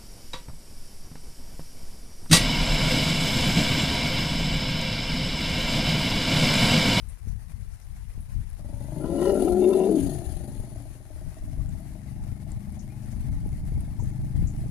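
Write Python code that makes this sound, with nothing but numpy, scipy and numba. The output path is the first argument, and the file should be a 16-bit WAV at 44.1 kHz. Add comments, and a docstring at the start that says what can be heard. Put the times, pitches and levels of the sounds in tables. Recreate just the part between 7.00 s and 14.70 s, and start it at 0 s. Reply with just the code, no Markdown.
"""Elephant roaring in a river

From the water's edge: a wading elephant forces a slow, pulsing growl up into a rough roar with a rush
of air, then sinks back to the growl. A second, smoother rumble joins and creeps up in pitch. The wooded
bank echoes them and the river hisses and splashes. Wind buffets the two microphone ports of a phone,
the left one the more sensitive."""
import sys
import numpy as np
from scipy import signal
from scipy.fft import rfft, irfft, next_fast_len
from scipy.io import wavfile
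from scipy.ndimage import uniform_filter1d
from numba import njit

SR = 44100
rng = np.random.default_rng(int(sys.argv[2]) if len(sys.argv) > 2 else 0)


def wrap_up_sound(samples):
    """Save the sound to the file named by the first command line argument, as 16-bit audio."""
    columns = np.atleast_2d(samples).T
    # keep every value between -1 and 1, then stretch to whole-number steps
    tamed = np.clip(columns, -1, 1)
    steps = np.round(tamed * 32767).astype(np.int16)
    wavfile.write(sys.argv[1], SR, steps)


N = 339570
TIME = np.arange(N) / SR


# Cavities that ring in the growl. Each row: centre in Hz before TRACT moves it, width in Hz, gain in dB.
CHEST = [(128.8, 29, 18), (199, 50, 6), (283, 40, 5)]
THROAT = [(580, 50, 0)]
LOWER_THROAT = [(302, 59, 0)]
UPPER_THROAT = [(756, 44, 3), (831.6, 15, 0.5), (1120, 360, -21.5), (1395, 63, -18), (1780, 48, -9.5)]
# They move as the elephant strains. 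Each row: time in seconds, then chest, throat, upper throat in Hz.
TRACT = [(1.6, 99.4, 610, 814), (1.77, 114, 576, 850), (1.9, 132.7, 624, 870), (2.05, 162, 625, 910),
         (3.05, 168.5, 656, 784), (3.2, 130, 664, 752), (3.45, 121.3, 601, 788), (4.4, 132, 628, 770),
         (7.7, 129, 634, 774)]
# Stretches of growling. Each row: start and end in seconds, opening throat level in dB, swell in dB per
# second, then chest, lower throat and upper throat in dB relative to the throat.
GROWLS = [(1.54, 2.053, -59, 25, 15.9, -20, -6.5), (3.014, 3.459, -43.5, -32.5, 12.2, 6, -4),
          (3.333, 4.066, -50.5, -20.5, 17.2, 3.5, -4), (3.98, 5.02, -57, -5, 4.8, -2.5, -7.5),
          (4.92, 7.796, -64, -0.16, 4, 2, -2)]

def growl():
    """Slack folds slap some twenty times a second, unevenly, and ring chest and throat."""
    slaps = folds(beats(), jitter=.02, shimmer_db=2, breath=.42, closing_s=.014)
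    chest_hz, throat_hz, upper_hz = curves(TRACT) * (1 + .012 * walk(9))
    throat_shift = throat_hz / THROAT[0][0]
    cavities = [(THROAT, throat_shift), (CHEST, chest_hz / CHEST[0][0]),
                (LOWER_THROAT, throat_shift), (UPPER_THROAT, upper_hz / UPPER_THROAT[0][0])]
    throat, *others = (steady(resonate(slaps, modes, shift), .09) for modes, shift in cavities)
    voice = np.zeros(N)
    for start, end, db, swell_db, *others_db in GROWLS:
        gain = undb(db + swell_db * np.clip(TIME - start, 0, end - start))
        gain *= envelope(start, end, attack_s=.097, release_s=.1)
        voice += gain * (throat + undb(others_db) @ others)
    return lowpass(voice, 2200, order=4)


# The slow beat of the folds. Each row: time in seconds, pulse rate in Hz.
BEAT_RATE = [(1.6, 19), (1.7, 25), (2.08, 26), (2.22, 30), (2.3, 42), (2.8, 39), (2.97, 41), (3.2, 28),
             (3.68, 25), (3.85, 20), (4.4, 18.6), (5.9, 19.8), (7.7, 19.7)]

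def beats():
    """Cycles of the slow beat of the folds, pulled into step with every knock and jolt."""
    turns = cycles(curves(BEAT_RATE)[0])
    accents = np.sort([s for s, *_ in KNOCKS + JOLTS])
    offsets = np.unwrap(np.interp(accents, TIME, turns) % 1, period=1)
    return turns - np.interp(TIME, accents, offsets)


# Hard slaps that stand out of the growl. Each row: time in seconds, peak in dB.
KNOCKS = [(1.592, -47.5), (1.644, -44), (1.687, -40.5), (1.804, -46), (1.882, -40), (1.92, -39),
          (1.999, -45), (3.117, -32.5), (3.216, -32), (3.289, -33.5), (3.478, -49), (3.674, -38.5),
          (3.758, -39), (3.802, -40), (3.854, -43), (4.102, -46.5), (4.16, -46), (4.262, -49), (4.366, -45),
          (4.528, -44), (4.799, -45.5), (4.851, -46), (4.952, -42), (5.466, -43), (5.818, -47),
          (5.973, -47), (6.878, -42), (7.242, -42.5), (7.637, -42)]
# The throat's answer to a slap. 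Each row: centre in Hz, width in Hz, gain in dB.
KNOCK_RING = [(304, 40, 9), (641, 113, 2), (795, 44, -26)]

def knocks():
    """Now and then the folds slap shut hard: a short, broad knock in the throat."""
    ring = resonate(signal.unit_impulse(SR // 10), KNOCK_RING)
    slaps = np.zeros(N)
    for s, db in KNOCKS:
        slaps[int(s * SR)] = undb(db)
    return signal.fftconvolve(slaps, ring / np.abs(ring).max())[:N]


# The roar's fundamental. Each row: time in seconds, pitch in Hz.
ROAR_PITCH = [(1.95, 143), (2.06, 155), (2.14, 174), (2.23, 176), (2.285, 202), (2.37, 185), (2.45, 172),
              (2.485, 188), (2.56, 180), (2.66, 179), (2.71, 189), (2.735, 172), (2.77, 184), (2.885, 186),
              (2.95, 150), (3.02, 132), (3.2, 134)]
# The effort behind it. Each row: time in seconds, level in dB.
EFFORT = [(1.95, -36), (2.04, -33), (2.1, -29), (2.29, -22), (2.39, -24.5), (2.45, -22), (2.56, -23),
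          (2.68, -16.5), (2.77, -21), (2.96, -22), (3.06, -28.5), (3.2, -46)]
# The folds lock into a clearer tone. Each row: middle and length in seconds, share of roughness lost.
LOCKS = [(2.287, 0.11, 0.33), (2.55, .2, 0.52), (2.68, 0.11, 0.65), (2.824, 0.19, 0.25), (3.02, .09, 0.35)]
# The voice cracks and turns harsh. Each row: middle and length in seconds, then the rise in dB of the
# overtones, ring, rasp, edge and sizzle.
CRACKS = [(2.045, 0.13, 0.5, 28.5, 21, -5, 10.5), (2.23, 0.37, 2.5, 26, 16.7, 7, 18.5),
          (2.31, 0.11, 5, -7, 2, 0, 3), (2.39, 0.14, 1, -11, 14.7, -21, 0),
          (2.52, 0.2, 4.5, -12, 9.8, 0, -9), (2.639, 0.07, 0, 12, 3, 17, -1),
          (2.735, 0.12, -1, 22, 7.3, 10, 4), (2.83, 0.16, 6.5, 21.5, 1, 15.5, 8)]
# Brief jolts. Each row: start in seconds, rise in dB, further rise of the high resonances in dB.
JOLTS = [(2.038, 5, 2.5), (2.077, -5, 1), (2.216, 3.5, 0), (2.25, 1.5, 3.5), (2.272, 2.5, 1), (2.295, 2, 4),
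         (2.355, 1, 1), (2.395, 0.5, 2), (2.474, 2.5, 14.5), (2.522, 1.5, 7), (2.637, 1, 5),
         (2.729, -8.5, 16.5), (2.771, -0.5, 2.5), (2.832, -1, 3.5), (2.888, 2.5, 1), (2.941, 1.5, -5),
         (2.964, 4, -5)]
ROAR_START_S, ROAR_END_S, DULLS_FROM_S, JOLT_S = 1.93, 3.2, 2.8, .018
ROUGHNESS, BEAT_FALL_DB = .833, 7.5  # 0-1 while unlocked; fall within a beat at full roughness
OVERTONE_FADE_DB_PER_S, DULL_DB_PER_S = 6, 14

def roar():
    """Driven hard, the folds swing between a clear tone and chaotic slapping."""
    hz = curves(ROAR_PITCH)[0] * (1 + .013 * walk(22))
    lock = sum(share * swell(s, length) for s, length, share in LOCKS)
    rough = np.clip(ROUGHNESS * (1 - lock), .05, .98)
    clear = np.sqrt(1 - rough ** 2)
    phase = 2 * np.pi * cycles(hz * (1 + .055 * rough * walk(130)))
    flutter = undb(1.2 * rough * walk(110))
    low_tone = clear * steady(flutter * np.sin(2 * phase), .033)
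    high_tone = clear * steady(flutter * (np.sin(3 * phase) + np.sin(4 * phase)), .023)
    under = undertone(rough)
    slaps = folds(cycles(.55 * hz), jitter=.22, shimmer_db=3, breath=.98, closing_s=.0067)
    crack_db = sum(np.outer(rises, swell(s, length)) for s, length, *rises in CRACKS)
    overtones_db, *highs_db = crack_db - DULL_DB_PER_S * np.maximum(TIME - DULLS_FROM_S, 0)
    # the overtones fade as the breath runs out and as the folds lock
    overtones_db -= 8.5 + OVERTONE_FADE_DB_PER_S * np.maximum(TIME - ROAR_START_S, 0) + 7.5 * lock
    body = roar_body(low_tone, slaps, rough, hz)
    overtones = undb(overtones_db) * roar_overtones(high_tone, slaps, rough)
    rasp = roar_rasp(slaps, highs_db)
    # the growl's slow beat goes on underneath: each beat starts a burst that dies away
    beat = (beats() + .06 * walk(40)) % 1
    jolt_db, bark_db = sum(np.outer(rises, swell(s + JOLT_S / 2, JOLT_S)) for s, *rises in JOLTS)
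    bursts = undb(BEAT_FALL_DB * rough * uniform_filter1d(.45 - beat, size=130) + jolt_db)
    gain = undb(curves(EFFORT)[0]) * envelope(ROAR_START_S, ROAR_END_S, attack_s=.088, release_s=.088)
    return gain * bursts * (body + under + overtones + undb(bark_db) * rasp)


# The roar's low resonances. Each row: centre in Hz at a pitch of 186 Hz, width in Hz, gain in dB.
BODY = [(223, 40, -0.5), (283, 43, 3), (349, 36, 5), (432.7, 25, 1)]

def roar_body(tone, slaps, rough, hz):
    """The second partial, with slaps ringing low resonances that sink as the effort drops."""
    ringing = steady(resonate(slaps, BODY, shift=(hz / 186) ** .627), .1)
    return steady(tone + .75 * rough * ringing, .02)


# The spectrum of the rough overtones. Each row: frequency in Hz, gain in dB.
OVERTONE_COLOUR = [(350, -68.5), (490, -33.5), (545, 4), (595, 6), (670, 1.5), (760, -6.5), (830, -2),
                   (910, -19.5), (1010, -8), (1080, -30), (1150, -27), (2000, -103.5)]
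# The mouth's resonance. Each row: time in seconds, centre in Hz.
MOUTH = [(2.2, 549), (2.33, 565), (2.42, 704), (2.5, 744), (2.59, 710), (2.64, 604), (2.72, 590),
         (2.8, 679), (3.1, 637)]

def roar_overtones(tone, slaps, rough):
    """The third and fourth partials and the slaps, lifted where the mouth resonates."""
    source = .99 * tone + np.sqrt(rough) * steady(colour(slaps, OVERTONE_COLOUR), .038)
    return steady(source + 2.95 * band(source, curves(MOUTH)[0], width=23.), .1)


# The roar's high resonances. Each row: centre in Hz, width in Hz, gain in dB.
RING = [(995, 59, 0)]
RASP = [(1327, 83, 12), (1360, 50, 7.5)]
EDGE = [(2220, 130, 1), (2757, 130, 8.3), (3600, 135, 7.1)]
SIZZLE = [(1897, 155, 4), (2886, 104, 5.5), (4570, 1450, -5.5)]
RING_DB, RASP_DB, EDGE_DB, SIZZLE_DB = -48, -44, -47.5, -47  # relative to the body, between cracks

def roar_rasp(slaps, rises_db):
    """High resonances, driven mostly by turbulence, flare when the voice cracks."""
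    turbulence = steady(slaps, .11) + 1.95 * rng.standard_normal(N)
    highs = [(RING, RING_DB), (RASP, RASP_DB), (EDGE, EDGE_DB), (SIZZLE, SIZZLE_DB)]
    rasp = sum(undb(db + rise_db) * steady(resonate(turbulence, modes, 1 + .012 * walk(13)), .085)
               for (modes, db), rise_db in zip(highs, rises_db))
    return patchy(rasp, db=2.8, size=2048)


# The tone under the roar. Each row: time in seconds, pitch in Hz, level in dB relative to the body.
UNDERTONE = [(1.95, 145, -2), (2.1, 160.2, -12.5), (2.27, 170.9, -15), (2.47, 214.3, -13),
             (2.55, 202.9, -7), (2.66, 210.2, -16), (2.82, 185, -15.5), (2.95, 199.6, -12),
             (3.1, 136.8, -9)]

def undertone(rough):
    """A second, lower oscillation of the folds, less steady the rougher the roar."""
    hz, db = curves(UNDERTONE)
    gain = np.sqrt(2) * undb(db + 2.5 * walk(45))
    return gain * np.sin(2 * np.pi * cycles(hz * (1 + .09 * rough * walk(110))))


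# The spectrum of the breath. Each row: frequency in Hz, gain in dB.
AIR_COLOUR = [(1200, -11), (2200, -9.5), (3300, -9), (4500, -6.5), (5500, -14.5), (6700, -3), (7900, -13.5),
              (8900, 0), (9500, -3.5), (10000, 7), (10700, 2.5), (11500, -12), (12700, -7), (15200, -21.5)]
# Surges as the roar opens and gives way. Each row: middle and length in seconds, rise in dB.
AIR_SURGES = [(2.239, 0.11, 5.5), (2.357, 0.42, 3), (3.043, 0.29, 4.5)]
AIR_DB, AIR_FULL_S, AIR_EASES_S, AIR_SLOPE_DB_PER_S = -48, 2.416, 3.05, 17.5

def rush_of_air():
    """Turbulent air swells with the roar and dies away, pulsing with the beat of the folds."""
    hiss = colour(rng.standard_normal((2, N)) * undb(2 * walk(150) + .092 * walk(24.7)), AIR_COLOUR)
    hiss = patchy(hiss, db=3.2, size=1024)
    fade_db = AIR_SLOPE_DB_PER_S * np.abs(TIME - np.clip(TIME, AIR_FULL_S, AIR_EASES_S))
    surge_db = sum(rise * swell(s, length) for s, length, rise in AIR_SURGES)
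    pulse_db = 1.5 * (.5 - beats() % 1)
    onset = np.clip((TIME - GROWLS[0][0]) / .25, 0, 1)
    return ports(hiss, left_db=10.7) * undb(AIR_DB - fade_db + surge_db + pulse_db) * onset


# The second voice. Each row: time in seconds, pulse rate in Hz.
RUMBLE_RATE = [(4.3, 23.2), (4.55, 23.55), (4.75, 23.75), (5.0, 24.25), (5.45, 24.7), (6.0, 24.95),
               (6.5, 25.35), (7.0, 25.6), (7.4, 25.9), (7.7, 26.05)]
# Its partials from the third upward, each a level in dB.
RUMBLE_PARTIALS_DB = [-8, -7, -4, -6, -11.5, -9.5, -13.5, -23, -19, -24.5, -24]
# A nasal resonance moves over them. Each row: time in seconds, centre in Hz, lift in dB.
NASAL = [(4.75, 205, 0), (5.05, 208, 6.5), (5.6, 205, .5), (6.0, 274, 0), (6.3, 276, 3), (7.7, 284, 3)]
# Resonances of its air, rasp and roughness. Each row: centre in Hz, width in Hz, gain in dB.
RUMBLE_AIR = [(663, 44, 5), (754, 36, 1.5), (842, 48, 6.5)]
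RUMBLE_RASP = [(2160, 98, 0)]
RUMBLE_ROUGH = [(124.6, 57, 2), (216, 43, -9.5), (304.5, 39, -10)]
RUMBLE_START_S, RUMBLE_ATTACK_S, RUMBLE_DB, RUMBLE_SWELL_DB_PER_S = 4.266, .26, -43.5, 1.6
BRIGHT_ABOVE_HZ, BRIGHT_DB, BRIGHT_S, NASAL_WIDTH_HZ = 245, 9.5, 1.25, 22

def rumble():
    """A low, nasal voice of wavering partials opens brightly; air pulses through its upper resonances."""
    age = np.maximum(TIME - RUMBLE_START_S, 0)
    hz = curves(RUMBLE_RATE)[0] * (1 + .002 * walk(6) + .0026 * walk(22))
    nasal_hz, nasal_db = curves(NASAL)
    turns = cycles(hz)
    bright_db = BRIGHT_DB * np.maximum(1 - age / BRIGHT_S, 0)
    voice = np.zeros(N)
    for k, db in enumerate(RUMBLE_PARTIALS_DB, start=3):
        waver_db = 1.7 * walk(4) + 2 * walk(14)
        phase = 2 * np.pi * k * turns + .8 * rng.standard_normal()
        lift_db = nasal_db * np.exp(-((k * hz - nasal_hz) / NASAL_WIDTH_HZ) ** 2)
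        lift_db += bright_db * (k * hz[0] > BRIGHT_ABOVE_HZ)
        voice += np.sqrt(2) * undb(db + waver_db + lift_db) * np.sin(phase)
    puffs = folds(turns, jitter=.06, shimmer_db=2, breath=2.4, closing_s=.008)
    voice += undb(-6.5) * steady(resonate(puffs, RUMBLE_ROUGH), .3)
    air = sum(undb(db + 1.8 * walk(12)) * steady(resonate(puffs, modes), .3)
              for modes, db in [(RUMBLE_AIR, -67.5), (RUMBLE_RASP, -76)])
    swell_db = RUMBLE_SWELL_DB_PER_S * age
    voice *= undb(RUMBLE_DB + swell_db) * np.minimum(age / RUMBLE_ATTACK_S, 1)
    return voice + air * undb(.5 * swell_db) * np.minimum(age, 1)  # the air takes a second to come in


def bank_echo(x, t60, wet_db):
    """The call plus dull echoes scattered by the bank and its trees, partly different at each port."""
    t = TIME[:SR]
    scatter = rng.standard_normal(SR) + .087 * rng.standard_normal((2, SR))
    tail = scatter * undb(-60 * t / t60) * np.clip(t / .028, 0, 1)
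    tail /= np.sqrt(np.sum(tail ** 2, axis=1, keepdims=True))
    echo = signal.fftconvolve(x[None], lowpass(tail, 2500, order=1), axes=1)[:, :N]
    return (x + undb(wet_db) * echo) / np.hypot(1, undb(wet_db))


# The river's spectrum at the microphone. Each row: frequency in Hz, gain in dB.
RIVER_COLOUR = [(100, 21), (400, 7.5), (850, 9.5), (1200, 5), (1500, 5), (2000, 7), (2600, 1), (3300, -2),
                (4600, -0.5), (6700, -1), (8000, -1), (10200, 6), (11800, -2.5), (15200, -7)]
RIVER_DB, RIVER_SWELL_DB_PER_S, POPS_PER_S = -58, .24, 500

def river():
    """A restless wash of water with countless tiny bursting bubbles in it."""
    wash = colour(rng.standard_normal((2, N)) * undb(1.85 * walk(45)), RIVER_COLOUR)
    wash = patchy(wash, db=2.6, size=1024)
    pops = (rng.random((2, N)) < POPS_PER_S / SR) * rng.standard_normal((2, N))
    pops *= undb(3 * np.minimum(rng.exponential(size=(2, N)), 3))
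    water = wash + undb(-5.5) * colour(pops, RIVER_COLOUR)
    return ports(water, left_db=8) * undb(RIVER_DB + RIVER_SWELL_DB_PER_S * TIME)


# Splashes and drips. Each row: start in seconds, level in dB, centre in Hz, decay in seconds.
SPLASHES = [(.085, -47, 9300, 0.022), (0.281, -58, 6000, 0.022), (.715, -62, 5900, 0.016),
            (.81, -61, 5670, 0.025), (1.2, -52.5, 10100, 0.03), (1.501, -44, 10000, 0.0018),
            (4.69, -51, 7400, 0.0048), (4.801, -50.5, 10500, 0.0066), (5.517, -46, 8000, 0.005),
            (5.723, -47, 9600, 0.003), (5.789, -52.5, 6340, 0.025), (6.109, -56.5, 6640, 0.027),
            (6.469, -50, 10700, .008), (6.807, -44, 9900, 0.0024), (6.991, -54, 6750, 0.058),
            (7.033, -46, 9800, 0.0043), (7.469, -48.5, 6800, 0.027)]

def splashes():
    """Wavelets break: short, grainy bursts of spray."""
    out = np.zeros((2, N))
    size = SR // 5
    t = TIME[:size]
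    for s, db, hz, decay in SPLASHES:
        start = int(s * SR)
        gain = undb(db) * np.exp(-t / decay) * (1 - np.exp(-8 * t / decay))
        for side in range(2):
            spray = resonate(rng.standard_normal(size) ** 3, [(hz, .3 * hz, 0)])
            out[side, start:start + size] += (gain * spray / spray.std())[:N - start]
    return ports(out, LEFT_DB)


# Two water plops and one bird's chirp. Each row: start in seconds, level in dB, opening pitch in Hz, decay in
# seconds.
PLOPS_AND_CHIRP = [(4.603, -50, 1100, 0.0058), (5.901, -58, 2380, 0.025), (6.996, -39, 920, 0.0062)]

def plops_and_chirp():
    """Short tones ring briefly and rise in pitch: two plops on the water and, near 5.9 s, a bird's chirp."""
    out = np.zeros(N)
    for s, db, hz, decay in PLOPS_AND_CHIRP:
        t = np.clip(TIME - s, 0, 20 * decay)
        gain = undb(db) * np.exp(-t / decay) * (1 - np.exp(-t / .0012))
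        out += gain * np.sin(2 * np.pi * hz * t * (1 + .015 * t / decay))
    return ports(out, LEFT_DB)


# The spectrum of large eddies right at the microphone. Each row: frequency in Hz, gain in dB.
WIND_COLOUR = [(8, -22), (20, 0.5), (42, 4), (70, -0.5), (110, -5), (165, -21.5), (240, -35), (380, -48),
               (800, -71), (2000, -105), (8000, -130)]
# Gusts. Each row: middle and length in seconds, level in dB, left minus right in dB.
GUSTS = [(0.08, 0.18, -36.5, 24), (0.304, 0.21, -33, 19), (0.5, 0.51, -40, 21), (0.98, 0.33, -37.5, 11.5),
         (1.194, 0.14, -34, 6.5), (1.375, 0.22, -32, 13.5), (1.725, 0.64, -36.5, 11.5),
         (2.076, 0.3, -36.5, 21), (2.528, 0.11, -34, 20), (3.045, 0.13, -28, 10.5), (3.29, 0.45, -33, 19),
         (3.603, 0.51, -37, 6), (4.274, 0.073, -32, 13), (4.45, 0.1, -33, -2), (4.648, 0.44, -30.5, 13),
         (5.243, 0.25, -33, 6), (5.54, 0.16, -33, 7), (6.26, 0.45, -31.5, 14), (6.557, 0.97, -31.5, -0.5),
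         (6.777, 0.11, -26, 6.5), (7.038, 0.15, -26, 9), (7.227, 0.1, -24, -1.5), (7.407, 0.21, -22, 7),
         (7.624, 0.23, -32.5, -14)]
BREEZE_DB, SMALL_EDDY_PITCH_RATIO, SMALL_EDDY_TAKEOVER_DB = -41, 1.586, (-34.5, -21)

def wind():
    """Eddies press on each port separately; strong wind breaks into smaller, higher-pitched ones."""
    # between gusts the breeze freshens and turns toward the right port
    breeze = ports(undb(BREEZE_DB + .5 * TIME + 2.44 * walk(5.3)), left_db=15 - 1.5 * TIME)
    power = breeze ** 2 + sum(ports(undb(db) * swell(s, length), left_db) ** 2
                              for s, length, db, left_db in GUSTS)
    eddies = []
    for ratio in (1, SMALL_EDDY_PITCH_RATIO):
        pressure = rng.standard_normal((2, N)) * undb(2.5 * walk(30))
        eddies.append(steady(colour(pressure, [(hz * ratio, db) for hz, db in WIND_COLOUR]), .15))
    large, small = eddies
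    small_share = np.interp(10 * np.log10(power), SMALL_EDDY_TAKEOVER_DB, [0, 1])
    return large * np.sqrt(power * (1 - small_share)) + small * np.sqrt(power * small_share)


# Sharp hits of wind. Each row: start in seconds, level in dB, rise time in seconds.
BUFFETS = [(0.272, -27, .0018), (1.177, -29, .002), (3.599, -25, .002), (4.575, -25, .0025),
           (5.324, -26, .0021), (6.461, -23, .0009), (6.72, -23.5, .0013), (6.776, -26, .002),
           (7.024, -24, .001), (7.425, -20, .0014), (7.66, -24, .0012)]

def buffets():
    """Now and then an eddy hits the microphone with a thump, mostly on the left."""
    thumps = np.zeros(N)
    for s, db, rise in BUFFETS:
        progress = np.clip((TIME - s) / rise, 0, 60)
        thumps += undb(db) * progress * np.exp(1 - progress)
    return ports(lowpass(thumps, 530, order=4), left_db=15)


def folds(turns, jitter, shimmer_db, breath, closing_s):
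    """Vocal folds: one uneven pulse a cycle, each followed by a puff of turbulence."""
    count = int(turns[-1])
    timing, strength = rng.standard_normal((count, 2)).T
    at = np.interp(np.arange(count) + jitter * timing, turns, np.arange(N)).astype(int)
    pulses = np.zeros(N)
    pulses[at] = undb(shimmer_db * strength)
    pole = np.exp(-1 / (closing_s * SR))
    puffs = signal.lfilter([np.sqrt(1 - pole ** 2)], [1, -pole], pulses)
    return pulses + breath * puffs * rng.standard_normal(N)


def ports(x, left_db):
    """Share a sound between the two microphone ports, keeping their mean."""
    ratio = undb(left_db) * np.ones(N)
    return x * 2 * np.array([ratio, np.ones(N)]) / (1 + ratio)


def resonate(x, modes, shift=1):
    """Steep resonances (Hz, width in Hz, dB), their centres multiplied by shift."""
    shift = shift * np.ones(len(x))
    return sum(undb(db) * band(band(x, hz * shift, float(width)), hz * shift, float(width))
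               for hz, width, db in modes)


@njit
def band(x, hz, width):
    """State-variable band-pass with a moving centre."""
    y, band_state, low_state = np.empty(len(x)), 0., 0.
    for i in range(len(x)):
        g, damping = np.tan(np.pi * hz[i] / SR), width / hz[i]
        v = (band_state + g * (x[i] - low_state)) / (1 + g * (g + damping))
        band_state, low_state = 2 * v - band_state, low_state + 2 * g * v
        y[i] = damping * v
    return y


def colour(x, points):
    """Causal filter through (Hz, dB) points; the result has unit rms."""
    hz, db = np.transpose(points)
    size = next_fast_len(N + SR // 2)
    size += size % 2
    f = np.maximum(np.fft.rfftfreq(size, 1 / SR), 1)
    cepstrum = irfft(np.log(undb(np.interp(np.log(f), np.log(hz), db))))
    cepstrum[1:size // 2] *= 2  # folded for minimum phase
    cepstrum[size // 2 + 1:] = 0
    y = irfft(rfft(x, size) * np.exp(rfft(cepstrum)))[..., :N]
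    return y / y.std()


def lowpass(x, hz, order):
    """Roll off the treble above hz."""
    return signal.sosfilt(signal.butter(order, hz, fs=SR, output="sos"), x)


def patchy(x, db, size):
    """Let every narrow band swell and fade on its own, in frames of size samples."""
    frames = signal.stft(x, nperseg=size)[2]
    drift = uniform_filter1d(rng.standard_normal(frames.shape), size=5, axis=-2)
    drift = uniform_filter1d(drift, size=3, axis=-1)
    return signal.istft(frames * undb(db * drift / drift.std()), nperseg=size)[1][..., :N]


def steady(x, span):
    """Unit rms over every stretch of span seconds."""
    size = max(int(span * SR), 8)
    power = uniform_filter1d(uniform_filter1d(x ** 2, size), size)
    return x / np.sqrt(np.abs(power) + 1e-6 * np.mean(x ** 2))


def walk(rate):
    """Smooth random drift that changes rate times a second; spread 1."""
    size = max(int(SR / rate), 2)
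    drift = uniform_filter1d(np.repeat(rng.standard_normal(N // size + 1), size), size)[:N]
    return drift / drift.std()


def envelope(start, end, attack_s, release_s):
    """Attack, hold at one, release."""
    return np.clip(np.minimum((TIME - start) / attack_s, (end - TIME) / release_s), 0, 1)


def swell(middle, length):
    """A smooth rise to one and back."""
    return np.cos(np.pi * np.clip((TIME - middle) / length, -.5, .5))


def curves(table):
    """Each column of a table of (seconds, ..) rows, sample by sample."""
    s, *columns = np.transpose(table)
    return [np.interp(TIME, s, column) for column in columns]


def cycles(hz):
    """Cycles completed so far at a changing rate."""
    return np.cumsum(hz) / SR


def undb(db):
    """Decibels to gain."""
    return 10 ** (np.asarray(db) / 20)


LEFT_DB, LEFT_LAG_S = 8.5, .00007  # the left port is more sensitive, and the calls reach it later

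def scene():
    """Both voices over river and wind; the low calls reach the microphone more by way of the bank."""
    growling = bank_echo(growl() + knocks(), t60=.28, wet_db=-6.5)
    roaring = bank_echo(roar(), t60=.5, wet_db=-14)
    rumbling = bank_echo(rumble(), t60=.25, wet_db=-11)
    left, right = growling + roaring + rumbling
    voices = np.array([np.interp(TIME - LEFT_LAG_S, TIME, left), right])
    return ports(voices, LEFT_DB) + rush_of_air() + river() + splashes() + plops_and_chirp() + wind() + buffets()


def record(dry):
    """The phone cuts the treble steeply above 15250 Hz."""
    return signal.sosfilt(signal.ellip(10, .2, 80, 15250, fs=SR, output="sos"), dry)


dry = scene()
out = record(dry)
wrap_up_sound(out)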